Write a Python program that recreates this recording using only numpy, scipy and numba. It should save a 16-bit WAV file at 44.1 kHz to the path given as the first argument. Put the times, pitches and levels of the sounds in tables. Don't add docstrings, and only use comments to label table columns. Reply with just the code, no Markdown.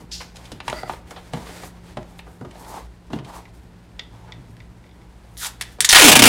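import sys
import numpy as np
from scipy import signal
from scipy.fft import rfft, irfft, next_fast_len
from scipy.io import wavfile
from numba import njit

SR = 44100
rng = np.random.default_rng(int(sys.argv[2]) if len(sys.argv) > 2 else 0)


def invert_db(level):
    return 10 ** (np.asarray(level, dtype=float) / 20)


def file_out(sig):
    cols = np.atleast_2d(sig).T
    lim = np.clip(cols, -1, 1)
    pcm = np.round(lim * 32767).astype(np.int16)
    wavfile.write(sys.argv[1], SR, pcm)


N = 276948

# (time [s], level [dB], hold [ms], strip mode [Hz]); the last row's mode holds from
# 5.981 s on
SLIPS = [(5.6105, -27.5, 1.1, 2230), (5.8054, -14.5, 2.1, 8800), (5.8462, -12.5, 3.4, 6530),
         (5.8902, -8, 5.1, 6000), (5.903, -16, 4.4, 3420), (5.916, -15, 2.7, 6000), (5.9272, -7, 7.3, 1730),
         (5.947, -10, 7.7, 1900), (5.957, -9.5, 10, 3600), (6.012, -10, 6, 1620), (6.02, -6, 15, 2900),
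         (6.041, -3, 6, 4320), (6.052, -6.5, 7, 3030), (6.064, -5, 27, 4300), (6.082, -2.5, 20.5, 3500),
         (6.1161, -0.5, 17.4, 3500), (6.1537, -1.3, 15.6, 4170), (6.1917, -2, 6.2, 2050),
         (6.2214, -1, 4.5, 2210), (6.238, -2, 6.1, 4100), (6.2545, -2.5, 6.8, 2220),
         (6.265, -5.5, 5.9, 2200), (6.277, -7, 4.8, 4030), (5.981, -11, 4, 2610)]
# (time [s], tearing [dB], drum pitch of the free strip [Hz], drum rattle [dB], clean swing [dB])
PULL = [(5.88, -59, 979, -49, -70), (5.93, -28, 922, -33, -60), (5.955, -18, 900, -24, -28),
        (5.98, -9, 670, -23.5, -22), (6.0, -2, 594, -18, -18), (6.012, -12, 468, -19, -27),
        (6.025, -11, 316, -25, -10), (6.04, -17, 304.5, -24, -9), (6.062, -26, 291, -28, -10),
        (6.085, -26, 223, -24, -7.5), (6.098, -40, 216, -40, -30), (6.11, -48, 237, -47, -70),
        (6.28, -43, 262, -43, -70)]
# (frequency [Hz], density [dB per Hz])
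SHORT_STRIP_COLOUR = [(210, -55), (350, -22), (1400, -11), (1900, -4), (2650, -6), (3530, -3), (6270, 0),
                      (9950, 2.5), (15800, -15)]
# (frequency [Hz], density [dB per Hz])
LONG_STRIP_COLOUR = [(220, -56), (380, -1), (424, 2.5), (527, -3), (698, 0.5), (1600, -8.5), (4260, -11),
                     (5730, -7), (9440, -3.5), (15800, -13.5)]
# (frequency [Hz], width [Hz], boost [ratio])
STRIP_MODES = [(1900, 1700, 4.9), (3600, 1900, 8.9), (6300, 170, 2.1), (7660, 220, 0.61)]
# (time [s], peak level [dB])
SNAPS = [(5.370, -26.5), (5.3735, -40), (5.380, -34), (5.3859, -29), (5.391, -30), (5.3945, -25),
         (5.3995, -24), (5.404, -28), (5.410, -25), (5.415, -22), (5.4225, -20), (5.431, -20), (5.436, -17),
         (5.4394, -15), (5.447, -17), (5.4533, -25), (5.458, -16), (5.461, -12.5), (5.4709, -16.5),
         (5.6115, -9.5), (5.6145, -20), (5.721, -36), (5.8057, 1), (5.8225, -17), (5.8245, -20),
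         (5.8466, 3), (5.8488, -11), (5.8499, 1), (5.8923, -10), (5.8978, 0), (5.9031, -13), (5.908, -2),
         (5.9155, -5), (5.9177, 2), (5.9264, -11), (5.9465, 0), (6.1165, 3), (6.1537, -4), (6.1924, -5),
         (6.2212, 6), (6.239, -1), (6.2545, -2)]
# (frequency [Hz], width [Hz], share [ratio])
SNAP_MODES = [(1900, 470, .6), (3600, 570, 0.94), (6300, 1600, 0.47), (9670, 5200, 0.39)]
# (time [s], peak level [dB], pitch [Hz])
FLAPS = [
    (6.098, -13, 225),
    (6.124, -9, 240),
    (6.134, -9.5, 188),
    (6.165, -5, 248),
    (6.195, -5.5, 245),
    (6.223, -1, 273),
    (6.24, -9, 260),
    (6.259, -2, 250),
    (6.271, -10, 267),
]
# (start [s], rise [s], level [dB], t60 [s], low mode of the strip [dB], hold [s])
PEELS = [
    (0.111, 0.0064, -32, 0.36, -64, 0.018),
    (5.383, 0.046, -29.5, 0.11, -37.5, 0.039),
]
# (frequency [Hz], density [dB per Hz])
PEEL_COLOURS = [
    [(880, -49), (1500, -24), (2340, -15), (2480, -13), (4750, 0), (7260, -9), (15800, -44)],
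    [(760, -41), (1300, -10), (2700, -5.5), (3510, -6.5), (6990, -4.5), (11000, -7), (15800, -19)],
]
LOW_MODE_TIME = (5.41, 5.45)
LOW_MODE_PITCH = (1900, 900)
# (time [s], body [dB], tick re body [dB], contact [ms], body pitch [Hz])
TAPS = [(0.202, -29.5, 0, 16.5, 977), (0.602, -26.5, 2, 5.54, 1150), (0.679, -14, -6.5, 4.7, 900),
        (0.728, -14.5, -6.5, 2.4, 610), (0.783, -33, -12, 2.6, 800), (0.832, -18, -17, 3.1, 720),
        (0.879, -32, -7, 2.1, 710), (0.895, -14, -13, 3.2, 870), (0.935, -31, -3.5, 4.6, 540),
        (1.108, -31.5, -7, 13.6, 1350), (1.16, -32.5, -4.5, 15, 795), (1.373, -28.5, -7, 4.2, 605),
        (1.466, -32.5, -6, 8.1, 553), (1.492, -32.5, -8, 4.7, 710), (1.633, -27, -20, 7.5, 775),
        (2.555, -34.5, -8, 5.1, 680), (3.187, -34, 1, 8.2, 450), (4.269, -39, -9, 33, 950)]
# (time [s], thump [dB], body re thump [dB], contact [ms])
THUMPS = [(0.009, -35, -19, 6.9), (0.516, -31, -3.5, 6.4), (1.334, -21.5, 3, 7.7), (1.97, -24.5, 4, 5.5),
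          (2.265, -42.5, 6, 15), (2.41, -27, -5.5, 8.6), (2.447, -36, 4.5, 10.6), (2.61, -40.5, 1, 5.2),
          (3.102, -32.5, 0.5, 10), (3.131, -19.5, -2.5, 5), (3.158, -27, -7, 13), (4.377, -33, -25, 3.6),
          (4.496, -35.5, -19, 0.85), (5.785, -37.5, 4, 8.6)]
# (time [s], tick [dB], snap re tick [dB], contact [ms])
CRINKLES = [(0.009, -50, 7, 7.7), (0.357, -37, -2.5, 9.5), (0.367, -34.5, 0, 5.5), (0.21, -37, 3, 13),
            (0.443, -47, 2, 6), (0.452, -38, -4, 12), (0.517, -33.5, 1, 9.1), (0.68, -37.5, 9.5, 5.9),
            (0.698, -19.5, -6.5, 5.2), (0.899, -28.5, -16, 4.5), (1.106, -38, 2.5, 10.5),
            (1.335, -24, -7, 3.3), (1.633, -40, 1, 10), (1.971, -34.5, -8, 6.4), (2.029, -42.5, -4, 4.1),
            (2.191, -28.5, -32, 5.9), (2.509, -37.5, -5, 8.3), (3.131, -28, -15, 8.7),
            (3.246, -39, -5.5, 9), (3.992, -28, -25, 5.5), (4.32, -43, -26, 17), (4.567, -43, -3.5, 2.9),
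            (5.6105, -21.5, -9, 8), (1.3398, -34, -8, 2.8), (1.347, -33, -12, 2.7), (1.976, -37, -9, 3.1),
            (3.138, -34, -10, 3), (3.342, -41, -6, 4), (2.648, -44, -2, 4)]
# (low edge [Hz], high edge [Hz], ring [contact lengths], mode sharpness [Q])
CASING = [
    (340, 1390, 1.1, 3.6),
    (80.4, 403, 3.5, 0.87),
    (1420, 4480, .9, 2.3),
    (4140, 11000, .7, 4.7),
]
# (time [s], lower mode [dB], upper modes [dB])
TICKS = [
    (3.454, -35, -66),
    (3.9943, -24, -33),
    (4.3214, -29, -42.5),
    (4.6029, -34, -57),
    (4.8399, -43, -65),
    (4.865, -47, -66),
    (4.8928, -46, -64),
    (4.912, -49, -62),
    (5.0155, -46, -65),
]
# (frequency [Hz], level [dB], t60 [s], strength column of TICKS [index])
TICK_MODES = [(2040, -9, .018, 1), (3600, -1.5, .012, 2), (3650, -24, .2, 2), (4300, 0, .01, 2)]
# (start [s], rise [s], level [dB], t60 [s], stop [s])
SQUEAK = (0.732, .012, -48.5, .8, .895)
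# (frequency [Hz], width [Hz], level [dB])
SQUEAK_MODES = [(1340, 160, -2), (1990, 150, 0), (4680, 330, -3)]
# (start [s], rise [s], hold [s], level [dB], hollowness [dB])
STROKES = [(0.0, 0.0016, 0.011, -55, 5.5), (0.314, 0.037, 0.2, -53, 0), (0.6, 0.083, 0.11, -44.5, -5),
           (0.808, .09, 0.034, -45, -11), (1.057, 0.018, 0.22, -52.5, -2), (1.31, 0.024, 0.11, -47.5, 2),
           (1.361, 0.1, 0.18, -44, -4), (1.68, .02, 0.088, -57.5, 1.5), (1.768, 0.079, 0.066, -53, -2.5),
           (1.954, 0.033, 0.22, -57.5, 2), (2.42, 0.34, .015, -44.5, 9), (2.6, 0.04, .13, -51, 5.5),
           (3.099, 0.03, 0.028, -50.5, 0), (3.199, 0.092, 0.082, -48.5, 8), (3.396, 0.018, 0.07, -58.5, 5),
           (3.52, 0.024, 0.043, -58, -1), (3.97, .02, 0.047, -58, -1), (4.048, 0.085, 0.13, -58, 5),
           (5.584, 0.016, 0.12, -51.5, -15), (5.769, 0.039, 0.12, -49.5, -1)]
# (start [s], rise [s], hold [s], hiss [dB], t60 [s])
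SWISHES = [(0.0, 0.0015, 0.0089, -62, 0.15), (0.11, 0.024, .01, -48, 0.32), (0.2, .008, 0.017, -59, 0.14),
           (0.343, 0.016, 0.0092, -76, 0.071), (0.5, 0.015, 0.0085, -68, .18),
           (0.75, 0.041, 0.12, -74, 0.47), (1.087, 0.019, 0.0079, -57, 0.099),
           (1.63, 0.023, 0.021, -50.5, 0.11), (2.058, 0.036, 0.018, -66, 0.17),
           (2.162, 0.026, .005, -54, 0.059), (2.235, 0.043, 0.073, -68, .4), (2.565, 0.031, .02, -54, .2),
           (2.658, 0.023, 0.02, -49, 0.25), (3.326, 0.024, 0.025, -58, 0.13),
           (3.525, 0.013, 0.037, -68, .3), (4.476, .03, 0.018, -69, .15), (5.255, 0.11, 0.058, -63, 0.22),
           (5.372, 0.0026, 0.0069, -38, 0.16), (5.376, 0.025, 0.06, -41, 0.22),
           (5.72, 0.0025, .004, -58, .12), (5.625, .02, 0.11, -77, 0.62)]
# (rumble [dB], whoosh [dB], rub [dB], hiss [dB])
REST_LEVELS = (-60.5, -60.5, -60.5, -67)
# (rumble [dB], whoosh [dB], rub [dB], hiss [dB])
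HANDS_OFF_CHANGE = (-0.71, -0.31, -1.2, -0.35)
# (frequency [Hz], density [dB per Hz])
FLOOR_COLOUR = [(15, -28), (25, -3.5), (59, 4.5), (137, -14), (179, -7.5), (342, -12.5), (981, -29),
                (1320, -24), (3490, -36), (4210, -43), (7420, -62), (13400, -64), (15800, -65)]
# (frequency [Hz], width [Hz], level [dB])
HUM_TONES = [(56.2, 8.2, -48.5), (113.6, 16.3, -52.5)]
# (time [s], level [dB])
MOTOR_LEVEL = [(0.0, -48.5), (0.68, -54), (1.48, -47.5), (3.0, -52.5), (5.36, -54), (5.8, -57.5)]
# (start [s], rise [s], hold [s], level [dB], t60 [s], pitch [Hz])
HUM_SWELL = (4.0, 0.36, 0.3, -48, 0.1, 116)


def rip():
    tear_db, drum_hz, drum_db, swing_db = in_time(PULL)
    now = np.arange(N) / SR
    pulling = now > PULL[0][0]
    tearing, mode_hz = slip_bursts(invert_db(tear_db) * pulling)

    snaps = crackle(per_s=7000, spread_db=4) * invert_db(3.5 * drift(260) + 2.5 * drift(75))
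    ringing = sum(boost * resonance(snaps, hz, width) for hz, width, boost in STRIP_MODES)
    snaps = rms_one(snaps + 0.16 * ringing)

    length = np.clip((now - 5.91) / 0.051, 0, 1)
    colour = (1 - length) * coloured(snaps, SHORT_STRIP_COLOUR) + length * coloured(snaps, LONG_STRIP_COLOUR)
    colour = rms_one(colour + 1.29 * gliding(colour, mode_hz, 2.4, SR))

    rattle = (invert_db(drum_db) * pulling + invert_db(-31) * (now > PULL[-3][0])) * snaps
    drum = gliding(gliding(rattle, drum_hz, 3.6, SR), drum_hz, 3.6, SR)
    overtone = gliding(tearing * snaps, drum_hz * 2, 1.0, SR)
    overtone = overtone * np.clip((6.04 - now) / 0.085, 0, 1) * length

    tear = tearing * colour + 2 * overtone
    lows = signal.sosfiltfilt(signal.butter(3, 560, fs=SR, output="sos"), tear)
    tear = tear - lows * np.clip((drum_hz - 320) / 200, 0, 0.95)
    swing = invert_db(swing_db) * np.sin(2 * np.pi * np.cumsum(drum_hz) / SR)
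    return band(tear + 23 * drum + swing, 93, 19300)


def slip_bursts(tearing):
    t = np.arange(round(0.25 * SR)) / SR
    mode_hz = np.full(N, float(SLIPS[0][3]))
    for s, level_db, hold_ms, hz in SLIPS:
        at = round(s * SR)
        mode_hz[at:] = hz
        t60 = np.clip(0.024 * invert_db(-0.62 * level_db), 0.012, 0.09)
        burst = invert_db(level_db - 60 * np.maximum(t - hold_ms / 1000, 0) / t60)
        crack = invert_db(level_db + 3.5 - 60 * t / 0.0058)
        tearing[at:at + len(t)] += (burst + crack)[:N - at]
    return tearing, mode_hz


def snaps_alone():
    s, peak_db = np.transpose(SNAPS)
    chance_db = rng.normal(0, 3.5, (len(SNAP_MODES), len(s)))
    modes = [(6000, 11000, 0.74)] + list(SNAP_MODES)
    out = 0
    for (hz, width, share), strength_db in zip(modes, np.vstack([0 * s, chance_db])):
        clicks = np.full(N, 1e-18)
        clicks[np.round(s * SR).astype(int)] = invert_db(peak_db + strength_db)
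        out = out + share * resonance(clicks, hz, width) * SR / (2 * np.pi * width)
    return 0.7 * band(out, 1100, 15000)


def flaps():
    rise_s, t60, sag_per_s = 0.0055, 0.034, 7.0
    out, t = np.zeros(N + SR), np.arange(round(0.15 * SR)) / SR
    for s, peak_db, hz in FLAPS:
        phase = 2 * np.pi * 1.133 * hz * t * np.exp(-sag_per_s * t)
        gain = (1 - np.exp(-t / rise_s)) * invert_db(peak_db + 10 - 60 * t / t60)
        out[round(s * SR):][:len(t)] += gain * (np.sin(phase) + 0.35 * np.sin(phase / 2))
    return band(band(out[:N], 93, 1100), 93, 1100)


def peels():
    out, snaps = np.zeros(N), crackle(per_s=9000, spread_db=2.5)
    sinking_hz = np.interp(np.arange(N) / SR, LOW_MODE_TIME, LOW_MODE_PITCH)
    low_mode = rms_one(gliding(band(snaps, 520, 2300), sinking_hz, 2.9, SR))
    for (start, rise, level_db, t60, low_db, hold), colour in zip(PEELS, PEEL_COLOURS):
        peel = invert_db(level_db) * coloured(snaps, colour) + invert_db(low_db) * low_mode
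        out += swell(start, rise, hold, t60, 23) * peel
    return out


def knocks():
    t = np.arange(round(0.25 * SR)) / SR
    out = np.zeros(N + len(t))
    for s, *levels_db, contact_ms, body_hz in contacts():
        contact = np.clip(contact_ms, 0.5, 40) / 1000
        push = rng.standard_normal(len(t)) * (1 - np.exp(-t / (11.2 * contact ** 2)))
        push[round(25 * contact ** 2 * SR)] += 0.011 / contact
        for level_db, (low, high, ring, sharp), spot in zip(levels_db, CASING, rng.random(len(CASING))):
            part = band(band(push * np.exp(-t / (ring * contact)), low, high), low, high)
            if body_hz > 0 and low < body_hz < high:
                hz, strength = body_hz, 2.2 / (1 + contact_ms / 5)
            else:
                hz, strength = low * (high / low) ** (0.069 + 0.7 * spot), 0.6
            part = part + strength * resonance(part, hz, hz / sharp)
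            if low < 100:
                boom = np.sin(2 * np.pi * 175 * t) * np.exp(-t / (0.87 * contact))
                part = part / np.abs(part).max() + 0.66 * boom
            out[round(s * SR):][:len(t)] += invert_db(level_db) * part / np.abs(part).max()
    return out[:N]


def contacts():
    rows = []
    for s, body, tick, ms, hz in TAPS:
        rows.append((s, body, body - 18.5, body + tick, body + tick - 17, ms, hz))
    for s, thump, rel, ms in THUMPS:
        body = thump + rel
        rows.append((s, body, thump, body - 13, body - 19.5, ms, 672))
    for s, tick, snap, ms in CRINKLES:
        rows.append((s, tick - 10, tick - 28.5, tick, tick + snap, ms, 0))
    return rows


def ticks():
    n = np.arange(300)
    scratch = rng.standard_normal(300) * np.exp(-n / 90) / 8
    at = [round(row[0] * SR) for row in TICKS]
    out = 0
    for hz, db, t60, which in TICK_MODES:
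        drive = np.abs(scratch @ np.exp(-2j * np.pi * hz / SR * n))
        clicks = np.full(N, 1e-18)
        clicks[at] = invert_db(np.array(TICKS)[:, which] + db) / drive
        out = out + t60 * SR / 7 * resonance(signal.fftconvolve(clicks, scratch)[:N], hz, 2.2 / t60)
    return band(out, 1500, 5500)


def squeak():
    start, rise, level_db, t60, stop = SQUEAK
    slips = crackle(per_s=2500, spread_db=5.5) * invert_db(drift(57))
    tone = 0
    for hz, width, db in SQUEAK_MODES:
        tone = tone + invert_db(db) * rms_one(resonance(resonance(slips, hz, width), hz, width))
    lift_off = np.clip((stop - np.arange(N) / SR) / 0.012, 0, 1)
    return invert_db(level_db + 6.5) * swell(start, rise, 0, t60) * lift_off * tone


def rubbing():
    grain = crackle(per_s=10000, spread_db=1.5) * invert_db(drift(44))
    rumble = band(band(grain, 220, 620), 220, 620)
    whoosh = resonance(band(grain, 660, 1200), 880, 320)
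    rub = band(grain, 1300, 5000) + 0.5 * band(grain, 1300, 2500)
    hiss = band(grain, 3430, 9620) + 0.23 * band(grain, 8100, 14200)

    fidget_db = 1.0 * drift(3.1)
    off = np.clip((np.arange(N) / SR - 4.3) / 0.24, 0, 1)
    gains = [invert_db(db + fidget_db + off * off_db) for db, off_db in zip(REST_LEVELS, HANDS_OFF_CHANGE)]
    for start, rise, hold, db, hollow_db in STROKES:
        shape = swell(start, rise, hold, 0.4, 18)
        stroke = (invert_db(db - 2 + 0.17 * hollow_db) * shape,
                  invert_db(db + hollow_db) * shape ** 1.6,
                  invert_db(db) * shape,
                  invert_db(-49.5) * (invert_db(db + 45) * shape) ** 1.19)
        gains = [np.maximum(a, b) for a, b in zip(gains, stroke)]

    airy = sum(invert_db(db) * swell(start, rise, hold, t60) for start, rise, hold, db, t60 in SWISHES)
    swish = airy * rms_one(band(grain, 3560, 12600))
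    layers = (rumble, whoosh, rub, hiss)
    return swish + sum(gain * rms_one(layer) for gain, layer in zip(gains, layers))


def room(x):
    t60, wall_cut_hz = 0.31, 2750
    t = np.arange(round(0.5 * SR)) / SR
    white = rng.standard_normal(len(t)) * (t > 0.003)
    lows = signal.lfilter(*signal.butter(1, wall_cut_hz, fs=SR), white)
    answer = lows * invert_db(-60 * t / t60) + (white - lows) * invert_db(-60 * t / (0.28 * t60))
    return signal.fftconvolve(x, answer / np.sqrt(np.sum(answer ** 2)))[:N]


def hum():
    floor = invert_db(-42.5 - 5 + drift(2.73)) * coloured(rng.standard_normal(N), FLOOR_COLOUR)
    white = rng.standard_normal(N + SR)
    tones = 0
    for hz, width, db in HUM_TONES:
        tones = tones + invert_db(db) * rms_one(resonance(resonance(white, hz, width), hz, width)[SR:])
    start, rise, hold, swelling_db, t60, swelling_hz = HUM_SWELL
    swelling = rms_one(resonance(white, swelling_hz, 20)[SR:])
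    swelling = invert_db(swelling_db) * swell(start, rise, hold, t60) * swelling
    motor_db, = in_time(MOTOR_LEVEL)
    motor = np.sqrt(2) * invert_db(motor_db + 0.5 * drift(3.23)) * np.sin(2 * np.pi * 175 * np.arange(N) / SR)
    return floor + tones + swelling + motor


def crackle(per_s, spread_db):
    sizes = invert_db(spread_db * np.minimum(rng.exponential(1, N), 4)) * rng.choice([-1, 1], N)
    return rms_one(sizes * (rng.random(N) < per_s / SR) + 1e-9)


def swell(start, rise, hold, t60, rise_db=26.0):
    t = np.arange(N) / SR - start
    rise, hold = max(rise, 0.001), max(hold, 0)
    climb_db = rise_db * np.minimum(t / rise - 1, 0)
    fall_db = 60 * np.maximum(t - rise - hold, 0) / max(t60, 0.02)
    return (t >= 0) * invert_db(climb_db - fall_db)


def drift(rate):
    knots = rng.standard_normal(N // 20 + 4)
    return np.interp(np.arange(N) * rate / SR, np.arange(len(knots)), knots)


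def in_time(rows):
    s, *columns = np.transpose(rows)
    return [np.interp(np.arange(N) / SR, s, column) for column in columns]


def rms_one(x):
    return x / np.sqrt(np.mean(x ** 2) + 1e-20)


def band(x, low_hz, high_hz):
    return signal.sosfilt(signal.butter(2, [low_hz, high_hz], "band", fs=SR, output="sos"), x)


def resonance(x, hz, width_hz):
    r = np.exp(-np.pi * width_hz / SR)
    feedback = [1, -2 * r * np.cos(2 * np.pi * hz / SR), r * r]
    return signal.lfilter(np.array([1, 0, -1]) * (1 - r * r) / 2, feedback, x)


@njit
def gliding(x, hz, sharp, sr):
    y = np.zeros(len(x))
    for i in range(2, len(x)):
        r = np.exp(-np.pi * hz[i] / sharp / sr)
        push = (1 - r * r) / 2 * (x[i] - x[i - 2])
        y[i] = push + 2 * r * np.cos(2 * np.pi * hz[i] / sr) * y[i - 1] - r * r * y[i - 2]
    return y


def coloured(x, spectrum):
    hz, level_db = np.transpose(spectrum)
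    size = next_fast_len(len(x))
    grid_hz = np.arange(size // 2 + 1) * SR / size + 1
    gain = invert_db(np.interp(np.log(grid_hz), np.log(hz), level_db))
    return rms_one(irfft(rfft(x, size) * gain, size)[:len(x)])


def scene():
    near = rip() + snaps_alone() + flaps() + peels() + knocks() + ticks() + squeak()
    return (near + invert_db(-10) * room(near) + rubbing() + hum())[None]


def low_pass(x):
    return signal.sosfilt(signal.butter(12, 15950, fs=SR, output="sos"), x)


def record(dry):
    overload = 0.9
    top = signal.cheby2(14, 50, 16700, fs=SR, output="sos")
    rumble_cut = signal.butter(2, 36, "high", fs=SR, output="sos")
    cut = signal.sosfilt(rumble_cut, signal.sosfilt(top, dry))
    clipped = cut / (1 + np.abs(cut / overload) ** 6) ** (1 / 6)
    mix = signal.sosfilt(top, clipped)
    return low_pass(mix)


dry = scene()
out = record(dry)
file_out(out)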